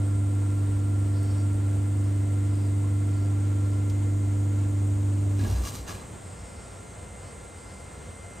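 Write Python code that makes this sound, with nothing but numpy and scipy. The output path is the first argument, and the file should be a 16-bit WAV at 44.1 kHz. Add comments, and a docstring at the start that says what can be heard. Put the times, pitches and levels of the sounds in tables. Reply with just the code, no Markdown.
"""A covered walkway: a compressor motor hums beside it until its power is cut. The shaft runs down, its orders
sliding in pitch, while the hum fades at a fixed pitch. The casing rocks on its mounts as swelling sines, and its
panels rattle and knock as clicks and blows through resonances. Two far fans whine as beating blade tones.
Cicadas sing outside as hissing bands and combs of lines, with thin whistles and a few short faint noises.
Coloured noise with a few resonances gives the faint rumble and hiss of the air."""
import sys
import numpy as np
from scipy import signal
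from scipy.fft import rfft, irfft
from scipy.io import wavfile

SR = 44100
rng = np.random.default_rng(int(sys.argv[2]) if len(sys.argv) > 2 else 0)


def store_wav(level_fs):
    """Save 16-bit WAV to argv[1]."""
    pcm = np.round(np.clip(np.atleast_2d(level_fs), -1, 1) * 32767)
    wavfile.write(sys.argv[1], SR, pcm.T.astype(np.int16))


N = 370440

HUM_HZ = 99.86
SHAFT_HZ = 24.484   # turn rate until the cut
CUT_S, COAST_S = 5.385, 0.5   # the power is cut; time constant of the shaft's slowing
SHAFT_HOLD_S, SHAFT_FALL_DB_PER_S = 0.06, 350   # each part holds a while past the cut, then sinks
HUM_HOLD_S, HUM_FALL_DB_PER_S = 0.073, 400
NOISE_HOLD_S, NOISE_FALL_DB_PER_S = 0.79, 45
HISS_HOLD_S, HISS_FALL_DB_PER_S = 0.33, 52
# Shaft orders. Each row: multiple of the turn rate, left level in dB, right level in dB, left lead in radians.
SHAFT_ORDERS = [(3, -47, -47, 0.1), (5, -61, -62, -0.1), (6, -50, -46, -0.3), (7, -62, -61, -0.1),
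                (9, -49, -43, 0.8), (10, -57, -57, -0.1), (11, -60, -54, 0.9), (12, -41, -36, 0.2),
                (13, -58, -57, 0.6), (14, -55, -59, 0.4), (15, -57, -56, 1.8), (16, -56, -65, -0.6),
                (18, -55, -67, 0.1), (19, -62, -72, -0.5), (20, -59, -75, -1.1), (24, -60, -56, -1.8),
                (27, -70, -62, 1.3), (28, -65, -67, -2.2), (33, -63, -64, 2.6)]
# Magnetic hum and its products with the shaft. Each row: multiple of the hum, multiple of the turn rate,
# left level in dB, right level in dB, left lead in radians.
HUM_LINES = [(1, 0, -24.6, -24.2, .07), (2, 0, -54, -56, .35), (1, 6, -59, -61, .02), (1, 9, -50, -54, .6),
             (1, 12, -60, -61, -.06)]
# Casing modes kept going by the running motor. Each row: pitch in Hz, width in Hz, level in dB.
CASING_MODES = [(77.5, 0.31, -50), (124, 1.5, -66), (47.8, 1.5, -54)]
# Spectrum of the running noise. Each row: frequency in Hz, density in dB per Hz.
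RUNNING_NOISE = [(30, -83), (55, -71), (90, -69), (160, -76), (300, -76.5), (500, -87), (900, -88),
                 (2000, -110)]
# Spectrum of the treble hiss. Each row: frequency in Hz, density in dB per Hz.
TREBLE_HISS = [(8000, -120), (10500, -102), (12500, -105), (15500, -101)]
# Surge of the running noise as the load drops. One row: peak time in seconds, gain in dB of the added
# noise over the running noise, rise in seconds, fall in seconds (over 20 dB each).
LOAD_SURGE = (5.46, 12.3, 0.14, 0.44)


def compressor():
    """Shaft orders slide down with the speed; the magnetic hum keeps its pitch and fades."""
    t = np.arange(N) / SR
    turn_rate = SHAFT_HZ * np.exp(-np.maximum(t - CUT_S, 0) / COAST_S)
    turns = np.cumsum(turn_rate) / SR
    hum_cycles = HUM_HZ * t
    shaft = sum(tone(order * turns, *ears) for order, *ears in SHAFT_ORDERS)
    hum = sum(tone(m * hum_cycles + k * turns, *ears) for m, k, *ears in HUM_LINES)
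    casing = 0
    for hz, width_hz, level_db in CASING_MODES:
        ringing = resonance(rng.standard_normal(N), hz, width_hz)
        casing = casing + amp(level_db) * rms_one(ringing)

    shaft_gain = after_cut(SHAFT_HOLD_S, SHAFT_FALL_DB_PER_S)
    hum_gain = after_cut(HUM_HOLD_S, HUM_FALL_DB_PER_S) * amp(0.16 * drift(5.6))
    noise_gain = after_cut(NOISE_HOLD_S, NOISE_FALL_DB_PER_S) + swell(*LOAD_SURGE)
    hiss_gain = after_cut(HISS_HOLD_S, HISS_FALL_DB_PER_S)
    noise = noise_gain * diffuse_noise(RUNNING_NOISE)
    hiss = hiss_gain * diffuse_noise(TREBLE_HISS)
    return shaft_gain * (shaft + casing) + hum_gain * hum + noise + hiss


# Swings of the casing on its mounts. Each row: peak time in seconds, pitch in Hz, level in dB,
# rise in seconds, fall in seconds (over 20 dB each).
CASING_SWINGS = [(5.47, 220, -39, 0.16, .06), (5.525, 99, -21.5, 0.065, 0.052),
                 (5.56, 61.6, -25, .2, 0.087), (5.61, 61.6, -26, .06, .1), (5.71, 97, -34.5, 0.18, 0.074),
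                 (5.81, 61.6, -41, .05, .2), (5.96, 97, -44, .15, .08), (6.41, 61.6, -40, .1, 0.18)]


def rocking():
    """The freed casing swings at the pitches of its mounts and walls; swings at one pitch stay in step."""
    t = np.arange(N) / SR
    pitches = sorted({row[1] for row in CASING_SWINGS})
    modes = {hz: tone(hz * t, 0, 0, 0) for hz in pitches}
    return sum(swell(s, db, rise, fall) * modes[hz] for s, hz, db, rise, fall in CASING_SWINGS)


# Bursts of rattling in the loose panels. Each row: peak time in seconds, dull part in dB, bright part in dB,
# rise in seconds, fall in seconds (over 20 dB each).
RATTLE_BURSTS = [(5.398, -43.5, -58, 0.027, 0.34), (5.51, -61, -47.5, 0.17, 0.18),
                 (5.676, -44.5, -39.5, 0.081, 0.066), (5.752, -43.5, -43, 0.054, 0.094),
                 (5.888, -38, -42.5, 0.027, 0.13)]
# Panel modes, also struck by the knocks. Each row: pitch in Hz, width in Hz, relative level in dB.
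PANEL_MODES = [(180, 27, -3.5), (1165, 66, 2.5), (1656, 29, -3), (2390, 70, -11.5), (2810, 53, -10.5),
               (4040, 52, -10.5), (4830, 110, -11), (5700, 160, -8), (6330, 200, -5.5), (7000, 180, -13)]
# Broad colour of the panels between the modes. Each row: frequency in Hz, relative density in dB per Hz.
PANEL_COLOUR = [(300, 1.5), (700, 1.5), (2000, -8.5), (4000, -7), (7000, -8.5), (9500, -5), (12000, -10),
                (15500, -14)]


def rattle(contacts_per_s=3000, modes_db=-4):
    """Dense uneven contacts excite the broad body and the modes of the panels; each mode flares on its own."""
    dull_gain = sum(swell(s, dull_db, rise, fall) for s, dull_db, _, rise, fall in RATTLE_BURSTS)
    bright_gain = sum(swell(s, bright_db, rise, fall) for s, _, bright_db, rise, fall in RATTLE_BURSTS)

    sizes_db = 3.0 * np.minimum(rng.exponential(1, (3, N)), 4)
    signs = rng.choice([-1, 1], (3, N))
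    hits = rng.random((3, N)) < contacts_per_s / SR
    clicks = amp(sizes_db) * signs * hits + 1e-18

    modes = 0
    for hz, width_hz, level_db in PANEL_MODES:
        flare = amp(level_db + 5.2 * drift(15.6))
        modes = modes + flare * rms_one(resonance(clicks, hz, width_hz))
    body = rms_one(ports(clicks[0], clicks[1:], PANEL_COLOUR))
    panels = body + amp(modes_db) * rms_one(ports(modes[0], modes[1:]))

    # split at 4 kHz, so dull and bright parts swell separately
    dull = signal.sosfilt(signal.butter(2, 4000, "low", fs=SR, output="sos"), panels)
    bright = signal.sosfilt(signal.butter(2, 4000, "high", fs=SR, output="sos"), panels)
    # the minus keeps the two second-order bands in phase at the split
    return dull_gain * rms_one(dull) - bright_gain * rms_one(bright)


# Harder blows on the panels. Each row: start in seconds, level in dB before the mode colour.
PANEL_BLOWS = [(5.39, -47), (5.445, -47), (5.666, -49), (5.884, -44)]
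# The blows ring strongest near 1660 Hz, then at 180 Hz; the higher modes are weaker.
# Each row: frequency in Hz, weight in dB.
BLOW_COLOUR = [(180, 2), (1180, -9), (1660, 5.5), (2600, -9), (7000, -17)]


def knocks(contact_s=0.0096):
    """Each soft blow builds up over the contact time, then every panel mode dies at its own rate."""
    out = np.zeros(N)
    t = np.arange(4000) / SR
    for start, level_db in PANEL_BLOWS:
        a = round(start * SR)
        for hz, width_hz, _ in PANEL_MODES:
            decay = np.exp(-np.pi * width_hz * (t - contact_s))
            shape = np.minimum(t / contact_s, decay)
            strength = amp(level_db + at_hz(BLOW_COLOUR, hz) + rng.normal(0, 1.5))
            ring = np.sin(2 * np.pi * (hz * t + rng.random()))
            out[a:a + len(t)] += strength * shape * ring
    return out


SECOND_FAN_LAG_HZ = 7   # the second fan's blade tone lies this much lower
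# Course of the fans. Each row: time in seconds, blade tone of the first fan in Hz, loudness offset in dB.
FAN_COURSE = [(0, 691, 0), (2, 691.7, -0.5), (3, 690, 0.5), (4.5, 692.6, -1.5), (5.5, 692.8, -8.5),
              (6.5, 693.8, -1), (8.4, 694.6, 0)]
# Blade tones. Each row: fan number, multiple of its blade tone, start level in dB and end level in dB (both
# before the loudness offset), left-right difference in dB, left lead in radians.
BLADE_TONES = [(0, 1, -60.5, -65.5, 9, 1.1), (0, 2, -61, -67, -2, 0.78), (0, 3, -68, -60, -1.5, 0.3),
               (1, 1, -71, -66, 2.5, -2), (1, 2, -60.5, -64.5, -7, 0.81)]


def fans():
    """Blade tones of two fans at nearly the same speed, beating against each other; each tone wavers."""
    blade_hz, loudness_db = in_time(FAN_COURSE)
    out = 0
    for fan, multiple, start_db, end_db, pan_db, lead in BLADE_TONES:
        level_db = np.linspace(start_db, end_db, N) + loudness_db + 1.6 * drift(1.5)
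        cycles = multiple * np.cumsum(blade_hz - fan * SECOND_FAN_LAG_HZ) / SR
        out = out + tone(cycles, level_db + pan_db / 2, level_db - pan_db / 2, lead)
    return out


STAND_OUT_DB = 5   # boost of the line that stands out in a buzz
# One cicada's buzzes. Each row: start in seconds, end in seconds, pulses per second at the start,
# pulses per second at the end, level in dB, multiple of the pulse rate that stands out.
CICADA_BUZZES = [(1.05, 1.47, 189, 201.5, -64, 28), (1.95, 2.17, 194, 195, -73, 26),
                 (2.44, 2.72, 196, 193, -70, 25), (3.03, 3.3, 194, 196, -70, 25),
                 (3.62, 3.8, 195, 195, -75, 26), (6.2, 6.8, 188, 204, -67, 27),
                 (7.17, 7.34, 194, 196, -70, 24), (7.52, 7.82, 196, 193, -68, 26)]
# Lines of the buzz. Each row: multiple of the pulse rate, relative level in dB.
CICADA_LINES = [(21, -10), (22, -7), (23, 0), (24, -7), (25, -3), (26, -6), (27, -3), (28, -4), (29, -9)]


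def cicada():
    """Regular tymbal pulses make a comb of lines; they differ in strength and flicker, one stands out per buzz."""
    out = np.zeros(N)
    multiples, lines_db = np.transpose(CICADA_LINES)[:, :, None]
    flickers_db = np.array([4.0 * drift(20.0) for _ in range(4)])
    flicker_of_line = np.arange(len(multiples)) % 4   # the lines share four flickers
    for start, end, start_rate, end_rate, level_db, standout in CICADA_BUZZES:
        a, b = round(start * SR), round(end * SR)
        share = np.linspace(0, 1, b - a)
        rate = start_rate + (end_rate - start_rate) * np.sin(share * np.pi / 2)
        uneven_db = rng.normal(0, 1.5, multiples.shape)
        strengths = amp(level_db + flickers_db[flicker_of_line, a:b] + lines_db + uneven_db)
        strengths[multiples[:, 0] == standout] *= amp(STAND_OUT_DB)
        cycles = multiples * np.cumsum(rate) / SR + rng.random(multiples.shape)
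        lines = strengths * np.sin(2 * np.pi * cycles)
        envelope = np.sin(np.pi * share ** 1.5) ** 0.37
        out[a:b] += envelope * np.sum(lines, axis=0)
    return out


# Bands of the high and the low chorus. Each row: centre in Hz, width in Hz of each of two resonances in series.
CICADA_BANDS = [(8285, 1750), (7060, 1700)]
# Swell of the choruses. Each row: time in seconds, high chorus in dB, low chorus in dB.
CHORUS_SWELL = [(0, -53, -63.5), (3.1, -54, -60.5), (4.301, -55.5, -56.5), (5.6, -54, -58.5),
                (8.4, -53.5, -63)]


def chorus():
    """Many far cicadas blur into bands of hiss that flutter slightly."""
    out = 0
    for (hz, width_hz), level_db in zip(CICADA_BANDS, in_time(CHORUS_SWELL)):
        white = rng.standard_normal((3, N))
        band = resonance(resonance(white, hz, width_hz), hz, width_hz)
        flutter_db = 0.64 * drift(25.0)
        out = out + amp(level_db + flutter_db) * rms_one(ports(band[0], band[1:]))
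    return out


# Thin whistles, probably far insects; one list per whistle. Each row: time in seconds, pitch in Hz, level in dB.
WHISTLE_GLIDES = [
    [(7.2, 5820, -84), (7.6, 5860, -72), (8.4, 5925, -66.5)],
    [(6.5, 6180, -86), (6.9, 6255, -68), (7.4, 6335, -73), (7.9, 6480, -79), (8.1, 6500, -92)],
]


def whistles():
    """Thin gliding tones that waver in pitch and level."""
    out = 0
    for rows in WHISTLE_GLIDES:
        hz, level_db = in_time(rows)
        level_db = level_db + 1.5 * drift(15.0)
        cycles = np.cumsum(hz + 35.0 * drift(60.0)) / SR
        out = out + tone(cycles, level_db, level_db, 0)
    return out


# Short faint noises. Each row: start in seconds, gain in dB on the resonant noise, centre in Hz, width in Hz,
# rise in seconds, decay time constant in seconds.
FAINT_TICKS = [(1.23, -42, 12000, 9000, 0.00059, .003), (2.83, -33, 1080, 130, .025, .09),
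               (3.895, -41, 3980, 7000, .004, 0.0095)]


def ticks():
    """Brief bursts of noise through a resonant peak."""
    out = np.zeros(N)
    t = np.arange(9000) / SR
    for start, level_db, hz, width_hz, rise, decay in FAINT_TICKS:
        a = round(start * SR)
        shape = np.minimum(t / rise, np.exp((rise - t) / decay))
        burst = rng.standard_normal(len(t)) * shape
        out[a:a + len(t)] += amp(level_db) * resonance(burst, hz, width_hz)
    return out


# Spectrum of the air rumble and hiss. Each row: frequency in Hz, density in dB per Hz.
AIR_NOISE = [(25, -85), (50, -69.5), (88, -62), (125, -71.5), (200, -72.5), (280, -79), (480, -75),
             (700, -80), (1100, -83.5), (1900, -89), (3500, -95), (5500, -99), (9000, -100), (12000, -114),
             (15500, -108)]
# Resonances of the walkway in the air noise. Each row: pitch in Hz, width in Hz, level in dB.
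WALKWAY_MODES = [(61.3, 7.3, -55.5), (95.6, 3.8, -53.5), (193, 17, -60.5), (484, 11.5, -58.5),
                 (1007, 29, -63.5)]


def air():
    """Diffuse rumble and hiss, drifting in level, with a few steady walkway resonances standing out."""
    white = rng.standard_normal((3, N))
    modes = 0
    for hz, width_hz, level_db in WALKWAY_MODES:
        modes = modes + amp(level_db) * rms_one(resonance(white, hz, width_hz))
    return amp(0.63 * drift(3.4)) * diffuse_noise(AIR_NOISE) + ports(modes[0], modes[1:])


# Phase between the two microphone ports. Each row: frequency in Hz, left lead in radians.
PORT_LEAD = [(0, 0), (2330, -0.0), (3190, -0.4), (6890, 0.1), (7750, -0.7), (8530, -0.6), (10300, 3.1),
             (10900, 3.3), (11800, 6.2), (12400, 6.2), (13400, 9.1), (14400, 9.8), (15200, 12.5),
             (16600, 12.6)]
# Likeness of the ports in a diffuse field. Each row: frequency in Hz, share of power common to both.
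PORT_LIKENESS = [(60, 0.98), (140, 1), (300, 0.5), (700, 0.42), (1300, 0.18), (1900, 0.9), (6400, 1),
                 (10000, 0.96), (15000, 1)]


def ports(common, own=None, spectrum=((1, 0), (2, 0))):
    """Colours a sound and leads it to both ports; own = what each port hears alone in a diffuse field."""
    hz = np.fft.rfftfreq(N, 1 / SR)
    turn = np.exp(0.5j * at_hz(PORT_LEAD, hz))   # half the lead on each side
    both = rfft(common) * np.array([turn, 1 / turn])
    if own is not None:
        alike = np.clip(at_hz(PORT_LIKENESS, hz), 0, 1)
        both = np.sqrt(alike) * both + np.sqrt(1 - alike) * rfft(own)
    return irfft(both * amp(at_hz(spectrum, hz)), N)


def diffuse_noise(spectrum):
    """Noise from all around with the given density in dB per Hz."""
    white = rng.standard_normal((3, N)) * np.sqrt(SR / 2)
    return ports(white[0], white[1:], spectrum)


def tone(cycles, left_db, right_db, lead):
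    """A sine of given rms in each ear from a chance phase, the left one leading by radians."""
    phase = 2 * np.pi * (cycles + rng.random())
    left = amp(left_db) * np.sin(phase + lead)
    right = amp(right_db) * np.sin(phase)
    return np.sqrt(2) * np.array([left, right])


def resonance(x, hz, width_hz):
    """Two-pole resonance with a peak gain of about 1."""
    r = np.exp(-np.pi * width_hz / SR)
    zeros = [(1 - r * r) / 2, 0, (r * r - 1) / 2]
    poles = [1, -2 * r * np.cos(2 * np.pi * hz / SR), r * r]
    return signal.lfilter(zeros, poles, x)


def drift(rate_hz):
    """Slow chance of rms 1: noise smoothed by two equal poles at every 50th sample."""
    r = np.exp(-100 * np.pi * rate_hz / SR)
    white = rng.standard_normal(N // 50 + 3002)
    slow = signal.lfilter([1], [1, -2 * r, r * r], white)[3000:]   # skip the filter's start
    return np.interp(np.arange(N) / 50, np.arange(len(slow)), rms_one(slow))


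def after_cut(hold_s, fall_db_per_s):
    """Gain that holds a while past the cut, then sinks steadily in dB, by 200 dB at most."""
    falling_s = np.clip(np.arange(N) / SR - CUT_S - hold_s, 0, 200 / fall_db_per_s)
    return amp(-fall_db_per_s * falling_s)


def swell(peak_s, level_db, rise_s, fall_s):
    """Gain that climbs to a peak and sinks again, 20 dB in each given time."""
    t = np.arange(N) / SR - peak_s
    steps = np.maximum(-t / rise_s, t / fall_s)
    return amp(level_db - 20 * np.minimum(steps, 10))


def in_time(rows):
    """Columns of a curve table at every sample."""
    s, *columns = np.transpose(rows)
    return [np.interp(np.arange(N) / SR, s, column) for column in columns]


def at_hz(points, hz):
    """A spectrum read on a log-frequency axis."""
    hz_points, values = np.transpose(points)
    return np.interp(np.log(hz + 1), np.log(hz_points + 1), values)


def amp(db):
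    """Gain of a level in dB."""
    return np.exp(np.asarray(db) * (np.log(10) / 20))


def rms_one(x):
    """Scaled to rms 1."""
    return x / np.sqrt(np.mean(x ** 2) + 1e-20)


def scene():
    """All sources at the two ports."""
    machine = compressor() + rocking() + rattle()
    background = fans() + chorus() + whistles() + air()
    point_sources = ports(knocks() + cicada() + ticks())
    return machine + background + point_sources


CUTOFF_HZ = 16050


def record(dry):
    """A steep low-pass cuts the top of the treble."""
    return signal.sosfilt(signal.cheby2(20, 80, CUTOFF_HZ, fs=SR, output="sos"), dry)


dry = scene()
out = record(dry)
store_wav(out)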